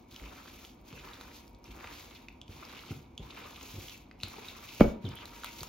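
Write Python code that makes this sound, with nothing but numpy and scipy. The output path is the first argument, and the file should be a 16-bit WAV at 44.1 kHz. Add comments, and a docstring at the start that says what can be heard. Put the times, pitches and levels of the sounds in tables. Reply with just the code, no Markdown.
"""A kitchen counter, a phone's two microphone ports close to a bowl of wet minced meat.
Over the room's steady hum a hand kneads, each squeeze bursting thousands of tiny wet films.
Air pockets pop, the mass thuds back down, and the meat squishes stickily as it peels away.
Near 4.8 s the bowl knocks hard on the counter, its rim buzzing; a faint whine swells late on."""
import sys
import numpy as np
from scipy import signal
from scipy.fft import rfft, irfft
from scipy.io import wavfile
from scipy.ndimage import uniform_filter1d

SR = 44100
rng = np.random.default_rng(int(sys.argv[2]) if len(sys.argv) > 2 else 0)


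def generate_wav(signal):
    """Clip the signal to [-1, 1] and save it as 16-bit WAV at the path in sys.argv[1]."""
    frames = np.transpose(np.atleast_2d(signal))
    scaled = np.clip(frames, -1, 1) * 32767
    pcm = np.round(scaled).astype(np.int16)
    wavfile.write(sys.argv[1], SR, pcm)


N = 250614
EDGE_HZ = 15900  # top of the microphone's band

# The kneading strokes. Each row: touch and lift of the hand in seconds; squeezing, peeling and
# smearing levels in dB; centre and half length in seconds and level in dB of a swell of fizz,
# heard only where it overlaps the stroke.
STROKES = [(-0.6, -0.1, -60, -65, -60, 0.5, .12, -59), (0.12, 0.636, -61, -61.5, -57, .63, 0.049, -59.5),
           (0.878, 1.362, -58, -61, -57, 0.6, 0.071, -51.5),
           (1.658, 2.167, -58.5, -60, -61.5, 2, 0.081, -53.5),
           (2.514, 2.891, -59, -56, -57, 3, 0.098, -51.5), (3.228, 3.888, -57.5, -57, -64, 4, 0.41, -49.5),
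           (4.232, 4.788, -57.5, -53.5, -54.5, 5, 0.22, -47),
           (5.03, 5.63, -58, -60.5, -64.5, 5.56, 0.2, -49.5)]


def gain_of(db):
    """Decibels to amplitude."""
    return 10 ** (np.asarray(db) / 20)


def unit_rms(x):
    """Scales to rms 1."""
    return x / np.sqrt(np.mean(x ** 2) + 1e-20)


def curve_at(points, hz):
    """Reads a curve on a log-frequency axis."""
    point_hz, value = np.transpose(points)
    return np.interp(np.log(hz + 1), np.log(point_hz + 1), value)


def add(mix, start_s, sound):
    """Mixes a sound in at start_s."""
    part = mix[round(start_s * SR):][:len(sound)]
    part += sound[:len(part)]


def delayed(x, delay_s):
    """Delays a sound, by fractions of a sample too."""
    return np.interp(np.arange(N) - delay_s * SR, np.arange(N), x, left=0)


def colour(x, spectrum):
    """Filters by a spectrum in dB."""
    return irfft(rfft(x) * gain_of(curve_at(spectrum, np.fft.rfftfreq(N, 1 / SR))), N)


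def widen(pair):
    """Mid and side become left and right, nearly alike in the bass."""
    # How much the two ports differ. Each row: frequency in Hz, side gain in dB.
    side_spectrum = [(60, -23.5), (200, -17), (400, -7), (700, 0.5), (1300, -3.5), (3000, -6), (6000, -5),
                     (9000, -61), (15000, -18)]
    side = colour(pair[1], side_spectrum)
    return np.array([pair[0] + side, pair[0] - side])


def kitchen_hum(level_db=-56, waver_hz=5):
    """Behind the bowl, the kitchen's steady low noise and the wavering whines of an appliance."""
    # The hum's colour. Each row: frequency in Hz, relative level in dB.
    hum_spectrum = [(20, -24), (45, 3.5), (130, -4.5), (175, -8), (245, 0), (400, -12.5), (620, -16.5),
                    (1000, -16.5), (1350, -26.5), (1850, -35.5), (2350, -24), (2900, -36.5), (7000, -47),
                    (15500, -60)]
    # Faint whines. 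Each row: pitch in Hz, level in dB.
    whines = [(340, -70.5), (740, -77.5), (2262, -81)]
    t = np.arange(N) / SR
    noise = widen(unit_rms(colour(rng.standard_normal((2, N)), hum_spectrum)))
    waver = unit_rms(uniform_filter1d(rng.standard_normal(N), SR // 20))
    drift_cycles = waver_hz * np.cumsum(waver) / SR
    swell_db = np.interp(t, [0, 1.2, 4.1, 5], [-97, -69, -82, -62.5])
    tones = list(whines) + [(944, swell_db)]  # the clearest whine swells late on
    whine = sum(gain_of(db) * unit_rms(np.sin(2 * np.pi * (hz * t + drift_cycles))) for hz, db in tones)
    return gain_of(level_db) * noise + whine


def crackle(per_s, spread_db, cycles, clump_db, patch_db=0, pitches=32):
    """Tiny films burst in clumps; each rings briefly at its own pitch and place."""
    clumps = unit_rms(uniform_filter1d(uniform_filter1d(rng.standard_normal(N), 600), 200))
    bursts = (rng.random(N) < per_s / SR) * rng.choice([-1, 1], N)
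    place = rng.standard_normal(N)
    pitch_index = rng.integers(0, pitches, N)
    # every 25 ms, each group of four neighbouring pitches takes a new level
    patches = rng.standard_normal((N // 1100 + 1, pitches))[np.arange(N) // 1100, pitch_index // 4]
    sizes = np.minimum(rng.exponential(1, N), 3.5)
    bursts = bursts * gain_of(spread_db * sizes + clump_db * clumps + patch_db * patches)
    mid_side = np.zeros((2, N))
    for k, hz in enumerate(np.geomspace(250, 15000, pitches)):
        clicks = bursts * (pitch_index == k)
        film = signal.iirpeak(hz, cycles, SR)
        mid_side += signal.lfilter(*film, np.array([clicks, clicks * place]) + 1e-12)
    return mid_side


def crest(age, rise_s, rise_db, fall_db_per_s):
    """A level in dB that climbs to 0 and then sinks steadily."""
    return -rise_db * np.maximum(1 - age / rise_s, 0) - fall_db_per_s * np.maximum(age - rise_s, 0)


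def hand_efforts(touch_db_per_s=407, squeeze_off_db_per_s=94, peel_off_db_per_s=106):
    """Gains of squeezing, peeling and smearing over time; contact is made quickly and lost slowly."""
    stretch_s, stretch_db = 0.16, 21.5
    cling_peel_db, cling_smear_db, cling_db_per_s = -70.5, -68.5, 39
    t, gains = np.arange(N) / SR, np.zeros((3, N))
    for touch, lift, squeeze_db, peel_db, smear_db, swell_at, swell_s, swell_db in STROKES:
        early, late = np.maximum(touch - t, 0), np.maximum(t - lift, 0)
        age = np.clip(t - touch, 0, lift - touch)
        # the fingers sink in, then the mass yields
        sink_db = crest(age, rise_s=0.15, rise_db=8, fall_db_per_s=23.5)
        squeeze = squeeze_db + sink_db - squeeze_off_db_per_s * late
        # the sticky crackle builds from the touch until the hand lifts
        grip_db = crest(age, rise_s=0.64, rise_db=3.5, fall_db_per_s=2)
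        peel = peel_db + grip_db - peel_off_db_per_s * late
        fizz_swell = gain_of(swell_db) * np.exp(-.5 * ((t - swell_at) / swell_s) ** 2)
        smear = 20 * np.log10(np.hypot(gain_of(smear_db), fizz_swell))
        # films stretch as the hand lifts, then give way faster and faster
        smear -= stretch_db * (late / stretch_s) ** 2
        # meat clinging to the lifted hand still crackles, dying away
        peel = np.maximum(peel, cling_peel_db - cling_db_per_s * late)
        smear = np.maximum(smear, cling_smear_db - cling_db_per_s * late)
        gains = np.maximum(gains, gain_of(np.array([squeeze, peel, smear]) - touch_db_per_s * early))
    return gains


def kneading():
    """Squeezing gives a low squelch, peeling a sticky crackle, smearing a fine fizz."""
    # The colours of the three wet grains. Each row: frequency in Hz, relative level in dB.
    squeeze_spectrum = [(60, 3), (130, 14), (230, 5.5), (400, 2), (650, -4), (1150, 1.5), (1800, -8.5),
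                        (2400, -2.5), (3200, -27), (6000, -65)]
    peel_spectrum = [(1200, -36), (1900, -9), (2200, 3.5), (2500, 4.5), (3050, 1.5), (3900, 2), (5100, -6),
                     (8000, -14), (15000, -42)]
    smear_spectrum = [(1200, -1.5), (1800, -5), (2400, 0.5), (3500, 1), (5000, -0.5), (6600, 1.5),
                      (8200, -4.5), (10500, -1), (13000, -5), (15500, -2.5)]
    squeeze, peel, smear = hand_efforts()
    squelch = crackle(per_s=3800, spread_db=2, cycles=5.2, clump_db=2.5, patch_db=2)
    sticky = crackle(per_s=3500, spread_db=1.5, cycles=3.9, clump_db=2.5, patch_db=2)
    fizz = crackle(per_s=12000, spread_db=2, cycles=1, clump_db=2)
    return widen(gain_of(3.5) * squeeze * unit_rms(colour(squelch, squeeze_spectrum))
                 + peel * unit_rms(colour(sticky, peel_spectrum))
                 + gain_of(-3.5) * smear * unit_rms(colour(fizz, smear_spectrum)))


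def finger_ticks(level_db=-82):
    """Stray films snap faintly on the fingers, even while the hand is lifted."""
    snaps = crackle(per_s=60, spread_db=2, cycles=1, clump_db=0)
    bright = signal.sosfilt(signal.butter(2, 6000, "high", fs=SR, output="sos"), snaps)
    return gain_of(level_db) * widen(unit_rms(bright))


def air_pops(snap=0.43, snap_ms=0.072, pitch_rise=0.011, spray_db=-14, spray_s=0.0009, tear_s=0.00006):
    """An air pocket snaps open, spits a tiny spray and rings briefly; the bowl's wall echoes it."""
    # The larger pockets. Each row: start in seconds, level in dB, pitch in Hz, ring time in ms.
    large_pops = [(.113, -47, 3500, 0.38), (.1245, -45, 4050, 0.52), (.144, -43.5, 3420, .5),
                  (.162, -34.5, 3120, 0.53), (.239, -39, 2100, 0.26), (.458, -41, 1130, 0.63),
                  (.48, -38, 1400, .3), (.6495, -38.5, 3200, 0.45), (.9275, -41, 990, 0.36),
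                  (.9275, -39, 2700, 0.33), (.995, -37.5, 2500, 0.15), (1.074, -41, 1110, 1.1),
                  (1.134, -39, 3730, 0.79), (1.211, -35.5, 1000, 0.39), (1.211, -37.5, 3980, 0.38),
                  (1.479, -44.5, 5140, 0.16), (1.548, -48, 3940, .27), (1.642, -43.5, 5630, 0.49),
                  (1.843, -30.5, 1480, 0.26), (1.847, -34, 930, 0.48), (1.873, -34, 2400, 0.5),
                  (2.2845, -34.5, 2460, 0.73), (2.415, -36.5, 3260, 0.82), (2.480, -44, 3100, .4),
                  (2.626, -41, 1194, 2), (2.651, -42, 5100, 0.7), (2.688, -42, 2350, 0.39),
                  (2.761, -42, 1100, 0.46), (2.836, -41, 1280, 0.86), (2.916, -42.5, 1330, 1),
                  (3.1773, -46, 4800, 0.27), (3.178, -32.5, 3270, .8), (3.445, -49, 1090, 2.4),
                  (3.6115, -38, 3000, 0.33), (3.613, -42.5, 1010, 0.64), (3.630, -34, 6600, 0.22),
                  (3.884, -35, 3010, 0.57), (3.896, -32, 3460, 0.25), (3.977, -41, 5900, .15),
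                  (4.1127, -37.5, 1690, 0.23), (4.2015, -41, 2670, 0.82), (4.211, -44, 3900, 0.71),
                  (4.2335, -20.5, 3970, 0.48), (4.234, -29.5, 1410, 0.19), (4.284, -37, 9000, 0.25),
                  (4.4845, -34, 3840, 1.25), (5.090, -37.5, 5170, 0.26), (5.155, -37, 10000, 0.39),
                  (5.2555, -35.5, 4060, 0.53), (5.2555, -38, 8300, .25), (5.435, -34, 1370, 1.2),
                  (5.435, -36.5, 3700, 0.4), (5.4445, -30.5, 1180, 0.72), (5.445, -29, 3480, 0.39),
                  (5.445, -28.5, 9900, 0.28), (5.46, -34, 4130, 0.4), (5.607, -32, 4380, 0.55),
                  (5.632, -33, 970, 0.5), (5.632, -34, 2970, 0.32), (5.632, -26, 6540, 0.17)]
    out, t = np.zeros(N), np.arange(900) / SR
    tear = t / tear_s - 4
    click = (1 - 2 * tear ** 2) * np.exp(-tear ** 2)
    spray_swell = t / spray_s * np.exp(1 - t / spray_s)
    pockets = list(large_pops) + small_pops()
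    for (start, db, hz, ring_ms), noise in zip(pockets, rng.standard_normal((400, len(t)))):
        age = t / (ring_ms / 1000)
        phase = 2 * np.pi * np.cumsum(hz * (1 + pitch_rise * np.tanh(age - 1))) / SR
        envelope = np.exp(-age) * (1 - np.exp(-2 * age)) ** 2
        ring = envelope / envelope.max() * np.sin(phase)
        band = signal.butter(2, [.9 * hz, min(2.4 * hz, EDGE_HZ)], "band", fs=SR)
        spray = gain_of(spray_db) * unit_rms(signal.lfilter(*band, noise)) * spray_swell
        click_gain = snap * np.exp(-ring_ms / snap_ms)  # shorter pops click more
        add(out, start, gain_of(db) * (ring + spray + click_gain * click))
    return out + gain_of(-19) * delayed(out, 0.002)


def small_pops(per_s=45, above_db=14, spread_db=2.5, hz=2400, octaves=0.71, ring_ms=0.33, count=300):
    """Rows of small pockets bursting at random under the hand, louder the harder it squeezes."""
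    rows, squeeze = [], hand_efforts()[0]
    starts = rng.exponential(1, count).cumsum() / per_s
    scatter = np.clip(rng.standard_normal((count, 2)), -2, 2)
    for start, (size, pitch) in zip(starts, scatter):
        if any(touch < start < lift for touch, lift, *_ in STROKES):
            squeeze_db = 20 * np.log10(squeeze[min(round(start * SR), N - 1)])
            ratio = 2 ** (octaves * pitch)  # low ones ring longer
            rows.append((start, squeeze_db + above_db + spread_db * size, hz * ratio, ring_ms / ratio))
    return rows


def dead_blow(db, hz, swell_ms, sag, sag_s, lumps=0):
    """A thump that swells, dies, and sinks to its pitch as more of the mass makes contact."""
    t = np.arange(SR // 5) / SR
    age = t / (swell_ms / 1000)
    pitch_hz = hz * (1 + sag * np.exp(-t / sag_s))
    push = np.sin(2 * np.pi * np.cumsum(pitch_hz) / SR)
    return gain_of(db) * age * np.exp(1 - age) * (push + lumps)


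def meat_thuds(lumpiness=0.3, lumps_hz=(70, 340)):
    """Soft, lumpy meat lands in the bowl."""
    # Each row: start in seconds, level in dB, final pitch in Hz, swell in ms,
    # pitch sag in multiples of the final pitch.
    landings = [(0.211, -41, 52.4, 16, .35), (0.925, -44, 59, 12, 3.2), (1.678, -44.5, 48.3, 17, 4.5),
                (2.488, -38.5, 80, 8.5, .4), (2.9062, -31, 65.4, 7.1, 2.6), (3.1935, -38, 44.3, 11.3, 4.2),
                (3.737, -39.5, 100.4, 11, .1), (3.7776, -35, 88, 6.7, .3), (4.2328, -38, 96, 6.7, .1),
                (5.04, -30, 91.7, 14.5, 1.2), (5.612, -39, 58, 8, 3)]
    out = np.zeros(N)
    band = signal.butter(2, lumps_hz, "band", fs=SR, output="sos")
    for (start, *blow), noise in zip(landings, rng.standard_normal((len(landings), SR // 5))):
        lumps = lumpiness * unit_rms(signal.sosfilt(band, noise))
        add(out, start, dead_blow(*blow, sag_s=0.00754, lumps=lumps))
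    return out


def resonate(x, hz, width_hz):
    """A resonance that follows the curve hz."""
    turn = np.exp(2j * np.pi * np.cumsum(hz) / SR)
    pole = np.exp(-np.pi * width_hz / SR)
    return 2 * (turn * signal.lfilter([1 - pole], [1, -pole], x / turn)).real


def squishes_and_rim_buzz(slip_threshold=2400 / SR, rise_share=0.32):
    """Quick slips ring a gliding resonance: a small air cavity in peeling meat, or once the bowl's rim."""
    # Sticky squishes, and the bowl's rim buzzing briefly as it lands near 4.8 s. Each row: start and
    # length in seconds, level in dB, pitch in Hz, glide in octaves, sharpness as Q.
    events = [(0.23, 0.05, -57.5, 2560, 0.0022, 4.6), (0.368, 0.047, -54.5, 1080, 0.6, 2),
              (0.945, 0.085, -57, 2560, -0.1, 14), (1.037, 0.14, -56.5, 1240, .2, 2),
              (1.341, .07, -55.5, 3930, -0.057, 1.9), (1.771, 0.19, -57, 866, 0.4, 1.3),
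              (1.884, 0.15, -54.5, 2550, 0.48, 1.9), (3.222, 0.055, -58, 910, 0.2, 6.1),
              (3.367, 0.04, -54, 2280, -0.81, 4.3), (3.371, 0.042, -53.5, 1270, -0.27, 5.1),
              (3.892, 0.077, -53.5, 2600, -0.5, 7), (4.232, 0.028, -50.5, 3680, -0.3, 6.6),
              (4.796, 0.035, -39, 2210, -0.1, 2.8), (5.047, 0.041, -49.5, 3180, -0.57, 12),
              (5.097, 0.032, -53, 3170, -0.1, 6.5), (5.15, 0.09, -51.5, 3060, -0.063, 7.7),
              (5.442, 0.063, -48.5, 2290, -0.075, 7.5)]
    mid_side = np.zeros((2, N))
    for start, length, db, hz, glide, q in events:
        noise = rng.standard_normal((3, SR // 5))
        progress = np.linspace(0, 1, int(length * SR))
        slips = noise[:2] * (abs(noise[2]) < slip_threshold) + 1e-9
        jerks = np.diff(slips, prepend=0)[:, :len(progress)]
        pitch_hz, width_hz = hz * 2 ** (glide * (progress - .5)), 2 * hz / q
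        ring = unit_rms(resonate(resonate(jerks, pitch_hz, width_hz), pitch_hz, width_hz))
        swell = np.sqrt(np.interp(progress, [0, rise_share, 1], [0, 1, 0]))
        for channel, sound in zip(mid_side, ring):
            add(channel, start, gain_of(db) * swell * sound)
    return widen(mid_side)


def bowl_knock():
    """The tipped bowl drops on the counter with one heavy thump; its foot rattles, the meat damps it."""
    # The bowl's modes. Each row: frequency in Hz, level in dB, seconds to fall 60 dB.
    modes = [(58, -10.5, .1), (135, -15.5, 0.053), (195.4, -26.5, 0.34), (220.8, -26.5, 0.45),
             (391, -16, 0.033), (404, -32.5, .2), (568, -10.5, .03), (580, -38, 0.19), (843, -20, 0.034),
             (1222, -17.5, 0.025), (1370, -18, 0.016), (2243, -24, 0.053), (2450, -44, 0.19)]
    # The foot's contacts. Each row: start in seconds, gain in dB, hardness as a cut-off in Hz.
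    contacts = [(4.8, -16, 700), (4.8083, -3, 2450), (4.8128, -13.5, 2600), (4.8189, -8.5, 1000),
                (4.840, -14, 800), (4.848, -16, 650), (4.857, -13, 400)]
    out, t = np.zeros(N), np.arange(SR // 2) / SR
    ring = sum(gain_of(db - 60 * t / t60) * np.sin(2 * np.pi * hz * t) for hz, db, t60 in modes)
    for start, db, cutoff_hz in contacts:
        add(out, start, -gain_of(db) * signal.lfilter(*signal.butter(2, cutoff_hz, fs=SR), ring))
    full_weight = dead_blow(db=-3.5, hz=196, swell_ms=2.8, sag=5.37, sag_s=0.0011)
    add(out, 4.8097, full_weight)
    return out


def kitchen_reverb(x, build_s=0.00067):
    """Dense reflections from counter and walls, each band dying at its own speed."""
    # The room's decay. Each row: frequency in Hz, seconds to fall 60 dB.
    decay_times = [(100, 0.33), (260, 0.4), (700, 0.4), (2000, 0.39), (8000, 0.17)]
    reflections = rng.standard_normal((2, SR // 2)) * (rng.random((2, SR // 2)) < .1)
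    hz, t, bands = signal.stft(reflections, SR, nperseg=256)
    envelope = gain_of(-60 * t / curve_at(decay_times, hz)[:, None]) * (1 - np.exp(-t / build_s))
    tail = signal.istft(bands * envelope, SR, nperseg=256)[1]
    tail /= np.linalg.norm(tail[0])
    return widen(signal.fftconvolve(x[None], tail, axes=1)[:, :N])


def scene(far_wall_s=0.00082):
    """The bowl stands close to the microphone, straight ahead; the room answers faintly."""
    wet = kneading() + squishes_and_rim_buzz() + finger_ticks()
    pops, thuds, knock = air_pops(), meat_thuds(), bowl_knock()
    to_room = (gain_of(-10) * wet.mean(0) + gain_of(-9.5) * pops
               + gain_of(-6.5) * thuds + gain_of(-12.5) * knock)
    far_wall = gain_of(-8) * delayed(knock, far_wall_s)  # the bowl's far wall sounds a moment later
    return wet + pops + thuds + widen([knock, far_wall]) + kitchen_reverb(to_room) + kitchen_hum()


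def record(dry, low_cut_hz=32):
    """The phone's two ports hear the treble out of step; then the low cut and the band limit."""
    # Phase between the ports. Each row: frequency in Hz, lead of the left port in radians.
    port_phase = [(0, 0), (1500, 0), (4200, .3), (5200, 1.1), (6700, 1.5), (7800, 2.6), (9200, 3.14),
                  (10200, 3.6), (11500, 5.1), (12500, 6.2), (16000, 6.28)]
    lead = curve_at(port_phase, np.fft.rfftfreq(N, 1 / SR))
    heard = irfft(rfft(dry) * np.exp(.5j * np.array([lead, -lead])), N)
    heard = signal.sosfilt(signal.butter(3, low_cut_hz, "high", fs=SR, output="sos"), heard)
    band_limit = signal.firwin(511, EDGE_HZ, window=("kaiser", 9), fs=SR)
    return signal.oaconvolve(heard, band_limit[None], "same")


dry = scene()
out = record(dry)
generate_wav(out)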